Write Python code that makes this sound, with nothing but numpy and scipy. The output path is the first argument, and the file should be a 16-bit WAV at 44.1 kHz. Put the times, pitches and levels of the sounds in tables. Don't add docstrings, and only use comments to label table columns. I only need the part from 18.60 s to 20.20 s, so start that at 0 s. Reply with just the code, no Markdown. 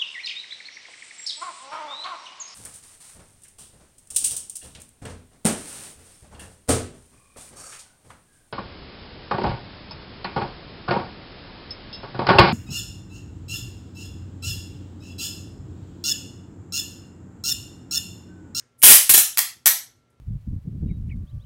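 import sys
import numpy as np
from scipy import signal
from scipy.fft import rfft, irfft
from scipy.io import wavfile
from scipy.ndimage import uniform_filter1d

SR = 44100
rng = np.random.default_rng(int(sys.argv[2]) if len(sys.argv) > 2 else 0)


def dump(signal):
    limited = np.clip(np.atleast_2d(signal).T, -1, 1)
    pcm = np.round(limited * 32767).astype(np.int16)
    wavfile.write(sys.argv[1], SR, pcm)


N = 70560

# pitch in Hz, width in Hz, level in dB.
SHELL_MODES = [(714, 370, -7), (1456, 120, -6), (1870, 380, 0), (2325, 417, -6)]


def undb(db):
    return 10 ** (np.asarray(db) / 20)


def unit(x):
    return x / np.sqrt(np.mean(x ** 2) + 1e-18)


def lookup(points, hz):
    freqs, values = np.array(points, float).T
    return np.interp(np.log(hz + 1e-3), np.log(freqs), values)


def convolve(x, response):
    return signal.fftconvolve(x, response)[:N]


def colour(x, points, size=4096):
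    hz = np.arange(size // 2 + 1) * SR / size
    cepstrum = irfft(np.log(undb(lookup(points, hz))))
    cepstrum[1:size // 2] *= 2
    cepstrum[size // 2 + 1:] = 0
    response = irfft(np.exp(rfft(cepstrum)))
    return convolve(x, response / np.linalg.norm(response))


def resonate(x, hz, width_hz):
    return signal.lfilter(*signal.iirpeak(hz, hz / width_hz, fs=SR), x)


def band(x, hz, width_hz):
    return unit(resonate(resonate(x, hz, width_hz), hz, width_hz))


def ring(x, modes):
    return sum(undb(db) * resonate(x, hz, width) for hz, width, db in modes)


def gate(start, length, attack_s, release_s=0.0017):
    age = np.arange(N) / SR - start
    return np.clip(age / attack_s, 0, 1) * np.exp(-np.maximum(age - length, 0) / release_s)


def room_tone(air_db=-64):
    # frequency in Hz, relative level in dB.
    air_eq = [(30, -14), (60, -5.5), (130, 1), (200, -13), (400, -8.5), (800, -18), (1700, -19),
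              (3000, -21), (8000, -26.5), (15000, -38)]
    # pitch in Hz, rms level in dB.
    hum_tones = [(60, -89), (120, -73.5), (242, -74.5), (1358, -73), (2126, -82)]
    t = np.arange(N) / SR
    hum = sum(undb(db) * np.sqrt(2) * np.sin(2 * np.pi * (hz * t + rng.random())) for hz, db in hum_tones)
    air = unit(colour(rng.standard_normal(N), air_eq))
    return undb(air_db) * air + hum


def diffuse_tail(onset_s=.0012, build_s=0.0073):
    # frequency in Hz, seconds to fall by 60 dB.
    decay_times = [(200, 0.221), (800, 0.33), (2100, 0.36), (5500, 0.4), (11000, 0.31), (15000, 0.26)]
    t = np.arange(N // 2) / SR
    hz = np.arange(len(t) // 2 + 1) * SR / len(t)
    spectrum = rfft(rng.standard_normal(len(t)))
    tail = 0
    for centre, t60 in decay_times:
        share = lookup([(f, f == centre) for f, _ in decay_times], hz)
        tail = tail + irfft(spectrum * share, len(t)) * np.exp(-np.log(1000) * t / t60)
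    tail = tail * np.clip((t - onset_s) / build_s, 0, 1)
    return tail / np.linalg.norm(tail)


def room(x, reverb_db=-1.5, crossfade_s=.025):
    # delay in seconds, level in dB.
    echoes = [(.0027, -7), (.0078, -12.5)]
    close = sum(undb(db) * np.pad(x, (int(delay * SR), 0))[:N] for delay, db in echoes)
    turn = np.pi / 2 * np.arange(N) / SR / crossfade_s
    walls = convolve(x * np.cos(turn), diffuse_tail()) + convolve(x * np.sin(turn), diffuse_tail())
    return x + close + undb(reverb_db) * walls


def handling(bump_rise_s=.008):
    # start and length in seconds, level in dB, centre and width in Hz.
    rub_strokes = [(-.01, 0.021, -49.5, 5770, 4000), (-.01, .04, -62, 1897, 2466),
                   (0.179, .038, -48, 10650, 5110), (1.497, 0.0092, -57.5, 9910, 6000)]
    # start in seconds, level in dB.
    bump_hits = [(0.181, -63), (0.496, -39), (.578, -49.5), (0.784, -45.5), (0.959, -58.5), (1.35, -61.5)]
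    t = np.arange(N) / SR
    noise = rng.standard_normal(N)
    rubs = sum(undb(db) * gate(start, length, attack_s=.013) * band(noise, hz, width)
               for start, length, db, hz, width in rub_strokes)
    bump_envelope = 0
    for start, db in bump_hits:
        age = np.maximum(t - start, 0) / bump_rise_s
        bump_envelope = bump_envelope + undb(db) * age * np.exp(1 - age)
    return rubs + bump_envelope * band(noise, hz=135, width_hz=120)


def ticks_and_snaps(decay_s=0.0015):
    # start in
    # seconds, level in dB, strip ring and shell ring in dB relative to the crack, low cut in Hz.
    hits = [(.2192, -21, -20, 12, 2080), (.227, -8.5, -1, -3.5, 1790), (0.7737, -8.5, -16, 5, 600),
            (0.7829, -4, -29, -4, 600), (.790, -3, -20, -5.5, 545), (1.0587, -0.5, -12, -7, 651),
            (1.065, -1, -4, -3.5, 468), (1.0709, -4.5, 8, -1.5, 450), (1.078, -4, -7.5, -1.5, 440)]
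    # frequency in Hz, relative level in dB.
    crack_eq = [(100, -52.5), (380, -39), (700, -11), (1500, -5.5), (3100, -5), (5500, -1.5), (8500, -0.5),
                (12000, 4), (15800, 1)]
    # pitch in Hz, width in Hz, level in dB.
    strip_modes = [(4340, 550, 0.5), (5920, 400, -0.5), (8300, 180, -4.5), (11100, 650, 3), (12130, 500, 0)]
    t = np.arange(N) / SR
    grit = colour(rng.choice([-1., 1.], N), crack_eq)
    out = 0
    for start, db, strip_db, shell_db, low_hz in hits:
        crack = undb(db) * grit * (t >= start) * np.exp(-np.abs(t - start) / decay_s)
        strip = undb(strip_db) * ring(crack, strip_modes)
        shell = undb(shell_db) * ring(crack, SHELL_MODES)
        low_cut = signal.butter(4, low_hz, "high", fs=SR, output="sos")
        out = out + signal.sosfilt(low_cut, crack + strip + shell + 1e-18)
    return out


def peel(slip_hz=3222, jitter=.4, scatter_db=3, hub_db=-34.5, shell_db=-5.5):
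    # start and length in seconds, opening level in dB, swell over
    # the pull in dB, film ring and roll ring in dB relative to the rasp.
    pulls = [(0.232, 0.0071, -3.5, 2.5, -11.5, -11.5), (0.237, 0.088, -8.5, 5.5, -10, -12.5),
             (0.339, 0.026, -8, -6, -8.5, -22), (0.4936, 0.0035, 0, -4.5, -11, -12),
             (0.5, 0.017, -12, -4, -4, -19), (0.5383, 0.00054, -7, 3, -0.5, -17.5),
             (0.542, 0.0037, -5.5, 8, -36.5, -15), (.577, 0.0032, -4.5, 2.5, -15.5, -23)]
    # frequency in Hz, relative level in dB.
    slip_eq = [(100, -38.5), (400, -16), (1000, -14.5), (1700, -13), (2700, -16.5), (4800, -7),
               (7500, -3.5), (10300, -1), (13000, 1.5), (15800, -2.5)]
    t = np.arange(N) / SR
    gap, size, polarity = rng.standard_normal((N // 8, 3)).T
    onsets = (np.cumsum(np.exp(jitter * gap)) * SR / slip_hz).astype(int)
    clicks = np.sign(polarity) * undb(scatter_db * size)
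    slips = np.bincount(onsets[onsets < N], clicks[onsets < N], N)
    rasp = unit(colour(slips, slip_eq))
    film = unit(resonate(rasp, hz=9980, width_hz=2300))
    roll = unit(resonate(rasp, hz=2805, width_hz=760))
    hub = undb(hub_db) * band(slips, hz=151, width_hz=230)
    tape = 0
    for start, length, db, swell_db, film_db, roll_db in pulls:
        progress = np.clip((t - start) / length, 0, 1)
        force = gate(start, length, attack_s=.0005) * undb(db + swell_db * progress)
        tape = tape + force * (rasp + hub + undb(film_db) * film + undb(roll_db) * roll)
    return tape + undb(shell_db) * ring(tape, SHELL_MODES)


def scene():
    return (room(peel() + ticks_and_snaps() + handling()) + room_tone())[None]


def overload(x, knee=14):
    oversampled = signal.resample_poly(x, 2, 1, axis=-1)
    clipped = oversampled / (1 + np.abs(oversampled) ** knee) ** (1 / knee)
    return signal.resample_poly(clipped, 1, 2, axis=-1)


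def suppress(x, half_open_db=-67.5, depth_db=-15, treble_hz=4050, size=512):
    hz, _, spectra = signal.stft(x, SR, nperseg=size)
    power = uniform_filter1d(np.abs(spectra) ** 2, size=13, axis=-2)
    faint = 1 / (1 + np.abs(power) / undb(half_open_db) ** 2)
    cut_db = depth_db * faint * (hz / (hz + treble_hz))[:, None]
    return signal.istft(spectra * undb(cut_db), SR, nperseg=size)[1][..., :N]


def record(dry, low_cut_hz=42, top_hz=15750):
    low_cut = signal.butter(2, low_cut_hz, "high", fs=SR, output="sos")
    high_cut = signal.ellip(8, .1, 50, top_hz, fs=SR, output="sos")
    lean = signal.sosfilt(low_cut, overload(dry))
    return signal.sosfiltfilt(high_cut, suppress(lean))


dry = scene()
out = record(dry)
dump(out)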